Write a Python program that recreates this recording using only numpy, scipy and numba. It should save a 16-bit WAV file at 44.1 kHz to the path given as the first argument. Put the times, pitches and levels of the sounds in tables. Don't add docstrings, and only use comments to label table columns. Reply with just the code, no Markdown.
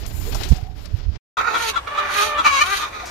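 import sys
import numpy as np
from scipy import signal
from scipy.fft import rfft, irfft
from scipy.io import wavfile
from scipy.ndimage import uniform_filter1d
from numba import njit

SR = 44100
rng = np.random.default_rng(int(sys.argv[2]) if len(sys.argv) > 2 else 0)


def store_wav(level_fs):
    pcm = np.round(np.clip(np.atleast_2d(level_fs), -1, 1) * 32767)
    wavfile.write(sys.argv[1], SR, pcm.T.astype(np.int16))


N = 136710
T = np.arange(N) / SR
TOP_HZ = 15400


def broody_hen():
    # time_s, beak_hz, strength_db, pan_db
    head = [(1.38, 1310, 9, 3.5), (1.45, 1430, 14.5, -4.5), (1.52, 1260, -1, -2.5), (1.6, 1460, 6, 2),
            (1.64, 935, 4, -2), (1.71, 950, -23, 1), (1.88, 1230, -1, -5.5), (2.17, 1670, 13, -2.5),
            (2.249, 1248, -1, -0.5), (2.5, 1165, 6.5, 0), (2.55, 1130, 1, -4.5), (2.59, 1190, -17, -1.5),
            (2.67, 1130, 9, 2.5), (2.721, 1586, 5, 4), (2.83, 1190, -13, 0.5)]
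    time_s, beak_hz, strength_db, pan_db = np.array(head, float).T
    voice = growls() + squawk()
    strength = amp(np.interp(T, time_s, strength_db))
    beak = strength * resonance(voice, np.interp(T, time_s, beak_hz), width_hz=430.0)
    return shed((voice + beak) / np.sqrt(1 + strength), np.interp(T, time_s, pan_db))


def growls():
    # time_s, pitch_hz, level_db, roughness
    contours = [
        [(1.368, 423.2, -29.5, 0.97), (1.41, 431.8, -26, 1), (1.47, 465.4, -26.5, 0.79),
         (1.53, 440.9, -26, 0.9), (1.6, 459.2, -25.5, 0.75), (1.65, 457.4, -32.5, 0.32),
         (1.69, 443.9, -25.5, 0.63), (1.725, 398, -48, 0.16)],
        [(1.862, 399.4, -71, 0.71), (1.874, 439, -31.5, 1.02), (1.92, 413.7, -38.5, 0.84),
         (2.01, 401.6, -29, 0.85), (2.14, 399.4, -29, 0.79), (2.19, 414.4, -22, 0.3), (2.23, 417.8, -22, 0.73),
         (2.28, 440.5, -31.5, 0.71), (2.33, 419.4, -32, 0.84)],
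        [(2.63, 357.6, -33.5, 0.54), (2.675, 375.3, -31, 0.54), (2.72, 395.4, -24, 0.2),
         (2.76, 399.5, -26, 0.45), (2.80, 408, -32.5, 0.99)],
        [(2.80, 410.3, -30, 0.83), (2.86, 419.3, -31.5, 0.97), (2.9, 405.4, -41.5, 1.25),
         (2.96, 425.6, -34, 0.64), (3.02, 395, -38.5, 0.88), (3.1, 384.6, -36.5, 0.98)],
    ]
    # freq_hz, gain_db
    throat = [(200, -31), (420, -16.5), (600, -15), (850, -12.5), (1020, -9.5), (1300, -7.5), (1600, -13),
              (2000, -14), (2450, -9.5), (3050, -34), (3600, -15), (5200, -28.5), (6500, -22), (8000, -70),
              (12000, -31), (15000, -55)]
    throat_shapes = [(1.04, -0.5, 3.5), (0.995, -1, 2), (1.04, -3, -1.5), (0.99, 0, -4)]
    freq_hz, gain_db = np.array(throat, float).T
    octaves = np.log2(freq_hz / 1296)
    out = 0
    for contour, (ratio, treble, bass) in zip(contours, throat_shapes):
        tilt_db = treble * np.maximum(octaves, 0) + bass * np.maximum(-octaves, 0)
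        out = out + held_call(contour, np.column_stack([freq_hz * ratio, gain_db + tilt_db]))
    return out


def squawk():
    # time_s, pitch_hz, level_db, roughness
    contour = [(2.44, 570, -28, .95), (2.462, 585, -16.5, 0.8), (2.485, 573.3, -18.5, 0.43),
               (2.503, 576.7, -19, 0.46), (2.55, 559.4, -18.5, 0.29), (2.585, 562.6, -17.5, 0.36),
               (2.603, 587, -19, 0.58), (2.618, 602.3, -10.5, 0.12), (2.634, 592, -22.5, 0.88)]
    # freq_hz, gain_db
    throat = [(250, -16), (560, -20), (850, -11.5), (1150, -2), (1450, -7), (1700, -9), (2000, -12),
              (2330, -1), (2600, -6), (2880, -7.5), (3600, -20), (4000, -12), (4500, -15.5), (5400, -23),
              (6200, -15), (8000, -31), (12000, -36), (15500, -38)]
    return held_call(contour, throat)


def held_call(contour, throat):
    waver_hz, edge_s = 45.31, 0.0084
    time_s, pitch_hz, level_db, roughness = np.array(contour, float).T
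    wavering_hz = np.interp(T, time_s, pitch_hz) * (1 + 0.01 * wander(waver_hz))
    voice = syrinx(wavering_hz, np.interp(T, time_s, roughness), throat)
    level = amp(np.interp(T, time_s, level_db) + 2.01 * wander(waver_hz))
    outside_s = np.maximum(time_s[0] - T, 0) + np.maximum(T - time_s[-1], 0)
    return voice * level * np.exp(-outside_s / edge_s)


def syrinx(pitch_hz, roughness, throat):
    roughness = np.clip(roughness, 0, 1)
    jitter = 0.04 * roughness * wander(rate_hz=398.4)
    phase = 2 * np.pi * np.cumsum(pitch_hz * (1 + jitter)) / SR
    spread_rad = 0.16 * np.pi
    harmonics = (np.cos(k * phase - spread_rad * k ** 2) * (k * pitch_hz < TOP_HZ) for k in range(1, 25))
    alternation = 1 + 0.55 * roughness * np.cos(phase / 2)
    pulses = unit(sum(harmonics)) * alternation
    air = unit(noise() * (1 + np.cos(phase) / 2))
    flutter = amp(1.5 * roughness * wander(rate_hz=171.1))
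    return colour((np.sqrt(1 - roughness ** 2) * pulses + roughness * air) * flutter, throat)


def clucks():
    # peak_s, half_length_s, top_hz, level_db, roughness, arch_depth
    barks = [(1.376, 0.0078, 635, -18, .7, 0.092), (1.389, 0.019, 648.8, -20, 0.51, .12),
             (1.558, .029, 685.3, -18.5, 0.6, .12), (1.745, 0.01265, 526.3, -26, 0.27, 0.046),
             (1.768, 0.025, 687, -19.5, 0.22, 0.33), (1.989, .027, 660, -20.5, .12, 0.35),
             (2.396, 0.028, 669, -17.5, 0.55, 0.075), (2.831, 0.039, 615, -22, 0.51, 0.13)]
    # freq_hz, gain_db
    throat = [(300, -8), (620, -27), (900, 0.5), (1300, 8), (1900, -16.5), (2450, -8.5), (3000, -18),
              (3500, -3.5), (4400, -23), (7000, -24.5), (9000, -37), (15000, -43)]
    fall_db, blend_s = 18.5, 0.0028
    peak_s, half_length_s, top_hz, level_db, roughness, arch_depth = np.array(barks, float).T
    nearest = np.searchsorted((peak_s[1:] + peak_s[:-1]) / 2, T)
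    away = ((T - peak_s[nearest]) / half_length_s[nearest]) ** 2
    pitch_hz = top_hz[nearest] * (1 - arch_depth[nearest] * away * np.exp(-away / 2))
    swell = uniform_filter1d(amp(level_db[nearest] - fall_db * away), int(blend_s * SR) + 1)
    return syrinx(pitch_hz, roughness[nearest], throat) * swell


def hisses():
    # peak_s, rise_s, fall_s, level_db
    breaths = [(1.689, 0.19, 0.034, -27.5), (2.217, 0.14, 0.098, -24.5), (2.529, 0.22, 0.18, -41),
               (2.744, 0.15, 0.13, -29)]
    # freq_hz, gain_db
    spectrum = [(1500, 0), (2800, 4.5), (3200, 5.5), (4400, 3.5), (5000, -5.5), (6400, 1.5), (7700, -14),
                (9000, -7.5), (12000, -8.5), (15500, -24)]
    swell = sum(amp(level_db - 20 * np.maximum((peak_s - T) / rise_s, (T - peak_s) / fall_s) ** 2)
                for peak_s, rise_s, fall_s, level_db in breaths)
    return colour(noise() * amp(2 * wander(rate_hz=150)), spectrum) * swell


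def far_hen():
    # time_s, pitch_hz, level_db, roughness
    contour = [(1.68, 555, -45, 0.3), (1.78, 565, -29.5, 0.53), (1.83, 568, -57, 0.51),
               (1.89, 567.6, -34, 0.46), (2.03, 594.3, -26.5, 0.54), (2.09, 580, -32.5, 0.72),
               (2.22, 612, -33, 0.45), (2.28, 607, -29.5, 0.16), (2.34, 603, -26.5, 0.5),
               (2.44, 574, -34, 0.69)]
    # freq_hz, gain_db
    throat = [(300, -22), (590, -9), (1200, -1.5), (1800, -10.5), (2400, -12), (3600, -15.5), (5000, -38),
              (9000, -53), (15000, -54)]
    return held_call(contour, throat)


def straw():
    # time_s, body_db, treble_db
    levels = [(0.0, -43, -45.5), (0.052, -41.5, -61), (0.066, -39, -42), (0.092, -44.5, -47.5),
              (0.188, -41.5, -42), (0.335, -35, -41.5), (0.374, -34.5, -43), (0.526, -38, -50.5),
              (0.728, -59.5, -73), (0.768, -49.5, -63), (0.798, -45.5, -55.5), (0.93, -51, -69),
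              (0.976, -45, -60.5), (1.076, -52.5, -77), (1.13, -51, -68), (1.161, -41.5, -82.5),
              (1.19, -76.5, -83)]
    # freq_hz, gain_db
    body_spectrum = [(150, -42), (250, -4), (414, -3), (458, -12), (568, -8.5), (675, -7), (1120, -12.5),
                     (1310, -12.5), (1820, -13), (5210, -14), (7800, -32.5), (10100, -68), (17200, -120)]
    # freq_hz, gain_db
    treble_spectrum = [(4120, -47), (7000, 0.5), (8160, -12), (13200, -3), (15800, -9)]
    time_s, body_db, treble_db = np.array(levels).T

    def rub(spectrum, level_db):
        grains = noise() * np.exp(0.11 * wander(rate_hz=2500))
        surges = amp(2 * wander(rate_hz=70.1))
        return colour(grains * surges, spectrum) * amp(np.interp(T, time_s, level_db))

    channels = [rub(body_spectrum, body_db + 2) + rub(treble_spectrum, treble_db + 2.5) for _ in range(2)]
    return pan(np.array(channels), pan_db=22)


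def snaps():
    # start_s, level_db, centre_hz, decay_s, pan_db
    stalks = [(0.064, -26.5, 6500, 0.0018, 39), (0.346, -28.5, 5600, 0.014, 35),
              (0.348, -26.5, 810, 0.014, 34), (0.434, -24, 4160, 0.015, 39),
              (0.488, -35.5, 5660, 0.034, 63), (0.563, -39, 5500, 0.0086, 24.5),
              (0.856, -36, 5130, 0.0058, 32), (1.158, -40.5, 2300, 0.0057, 17.5),
              (3.056, -37, 5600, 0.075, 6)]
    out = 0
    for start_s, level_db, centre_hz, decay_s, pan_db in stalks:
        burst = colour(noise(), [(centre_hz / 4, -17), (centre_hz, 0), (centre_hz * 3, -24)])
        envelope = amp(level_db) * (T >= start_s) * np.exp(-np.abs(T - start_s) / decay_s)
        out = out + pan(burst * envelope, pan_db)
    return out


def handling():
    # freq_hz, gain_db
    rumble_spectrum = [(12, -19), (20, 7), (65, 2), (232, -20), (300, -23), (362, -31.5), (414, -22),
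                       (500, -33.5), (650, -34.5), (1100, -120)]
    # time_s, level_db
    rumble_levels = [(0, -27), (.3, -22.5), (.6, -30), (.78, -30), (1.0, -27), (1.16, -28.5)]
    # peak_s, level_db, pitch_hz, half_length_s
    bumps = [(0.355, -16.5, 73, 0.0078), (0.519, 2, 59.6, 0.011), (0.528, -6, 130, 0.0077),
             (0.632, -11, 60, 0.0047), (0.946, -8, 78, 0.007), (1.067, -10, 58, 0.0079),
             (1.089, -10, 68.4, 0.015)]
    low = colour(noise(), rumble_spectrum) * amp(np.interp(T, *np.array(rumble_levels).T))
    for peak_s, level_db, pitch_hz, half_length_s in bumps:
        envelope = amp(level_db) * np.exp(-((T - peak_s) / half_length_s) ** 2)
        low = low + envelope * np.sin(2 * np.pi * pitch_hz * (T - peak_s))
    return pan(low, pan_db=-25)


def murmurs():
    # peak_s, half_length_s, pitch_hz, level_db
    notes = [(.205, 0.033, 325, -38.5), (0.285, 0.013, 432, -31.5), (0.393, 0.086, 687, -52),
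             (0.608, 0.12, 754, -43.5), (3.059, 0.034, 723, -39)]
    out = 0
    for peak_s, half_length_s, pitch_hz, level_db in notes:
        tone = np.sin(2 * np.pi * pitch_hz * T + wander(rate_hz=100)) * wander(rate_hz=100)
        out = out + tone * amp(level_db) * np.exp(-((T - peak_s) / half_length_s) ** 2)
    return out


def shed(voice, pan_db):
    t60_s, delay_s, damping_hz = 0.072, 0.0013, 13000
    mid_db, side_db = -6, -1
    t = T[:SR // 2]
    tail = rng.standard_normal((2, len(t))) * amp(-60 * t / t60_s) * (t > delay_s)
    tail /= np.sqrt(np.sum(tail ** 2, axis=1, keepdims=True))
    pole = np.exp(-2 * np.pi * damping_hz / SR)
    mid, side = signal.lfilter([1 - pole], [1, -pole], tail)
    response = amp(mid_db) * mid + amp(side_db) * np.array([side, -side])
    return pan(voice + signal.fftconvolve(voice[None], response, axes=1)[:, :N], pan_db)


def shed_air():
    # freq_hz, gain_db
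    spectrum = [(20, -5.5), (45, 6), (80, 5.5), (130, -8.5), (250, -8), (600, -5.5), (1300, -5.5),
                (4000, -21), (9000, -28.5), (15000, -38)]
    mid, side = colour(noise(), spectrum), colour(noise(), spectrum)
    side = signal.sosfilt(signal.butter(4, 300, "high", fs=SR, output="sos"), side)
    return np.array([mid + side, mid - side])


@njit
def resonance(x, centre_hz, width_hz):
    y, band_state, low_state = np.empty(len(x)), 0., 0.
    for i in range(len(x)):
        g, damping = np.tan(np.pi * centre_hz[i] / SR), width_hz / centre_hz[i]
        band = (band_state + g * (x[i] + 1e-18 - low_state)) / (1 + g * (g + damping))
        band_state = 2 * band - band_state
        low_state += 2 * g * band
        y[i] = damping * band
    return y


def colour(x, outline):
    freq_hz, gain_db = np.array(outline, float).T
    knots = np.log2(freq_hz)
    octaves = np.log2(np.maximum(np.fft.rfftfreq(N, 1 / SR), 1))
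    outside = np.maximum(knots[0] - octaves, 0) + np.maximum(octaves - knots[-1], 0)
    return unit(irfft(rfft(x) * amp(np.interp(octaves, knots, gain_db) - 10 * outside), N))


def pan(x, pan_db):
    gains = amp(np.array([[1], [-1]]) * pan_db / 2)
    return x * gains / np.sqrt(np.mean(gains ** 2, axis=0))


def wander(rate_hz):
    return unit(np.interp(T * rate_hz, np.arange(N), noise()))


def noise():
    return rng.standard_normal(N)


def amp(db):
    return 10 ** (np.asarray(db) / 20)


def unit(x):
    return x / np.sqrt(np.mean(x ** 2) + 1e-20)


def scene():
    nest_end_s, hens_start_s = 1.178, 1.369
    hens = (broody_hen() + shed(clucks(), pan_db=0)
            + shed(far_hen(), pan_db=-1.5) + shed(hisses(), pan_db=-2.5))
    air = shed_air()
    nest = straw() + handling() + air * amp(-61)
    fade_out = np.clip((nest_end_s - T) / 0.0071, 0, 1)
    fade_in = np.clip((T - hens_start_s) / 0.0025, 0, 1)
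    return nest * fade_out + snaps() + shed(murmurs(), pan_db=0.9) + (hens + air * amp(-39.5)) * fade_in


def record(dry):
    low_pass = signal.ellip(8, 0.2, 70, TOP_HZ, fs=SR, output="sos")
    return signal.sosfilt(low_pass, np.clip(dry, -0.93, 0.93))


dry = scene()
out = record(dry)
store_wav(out)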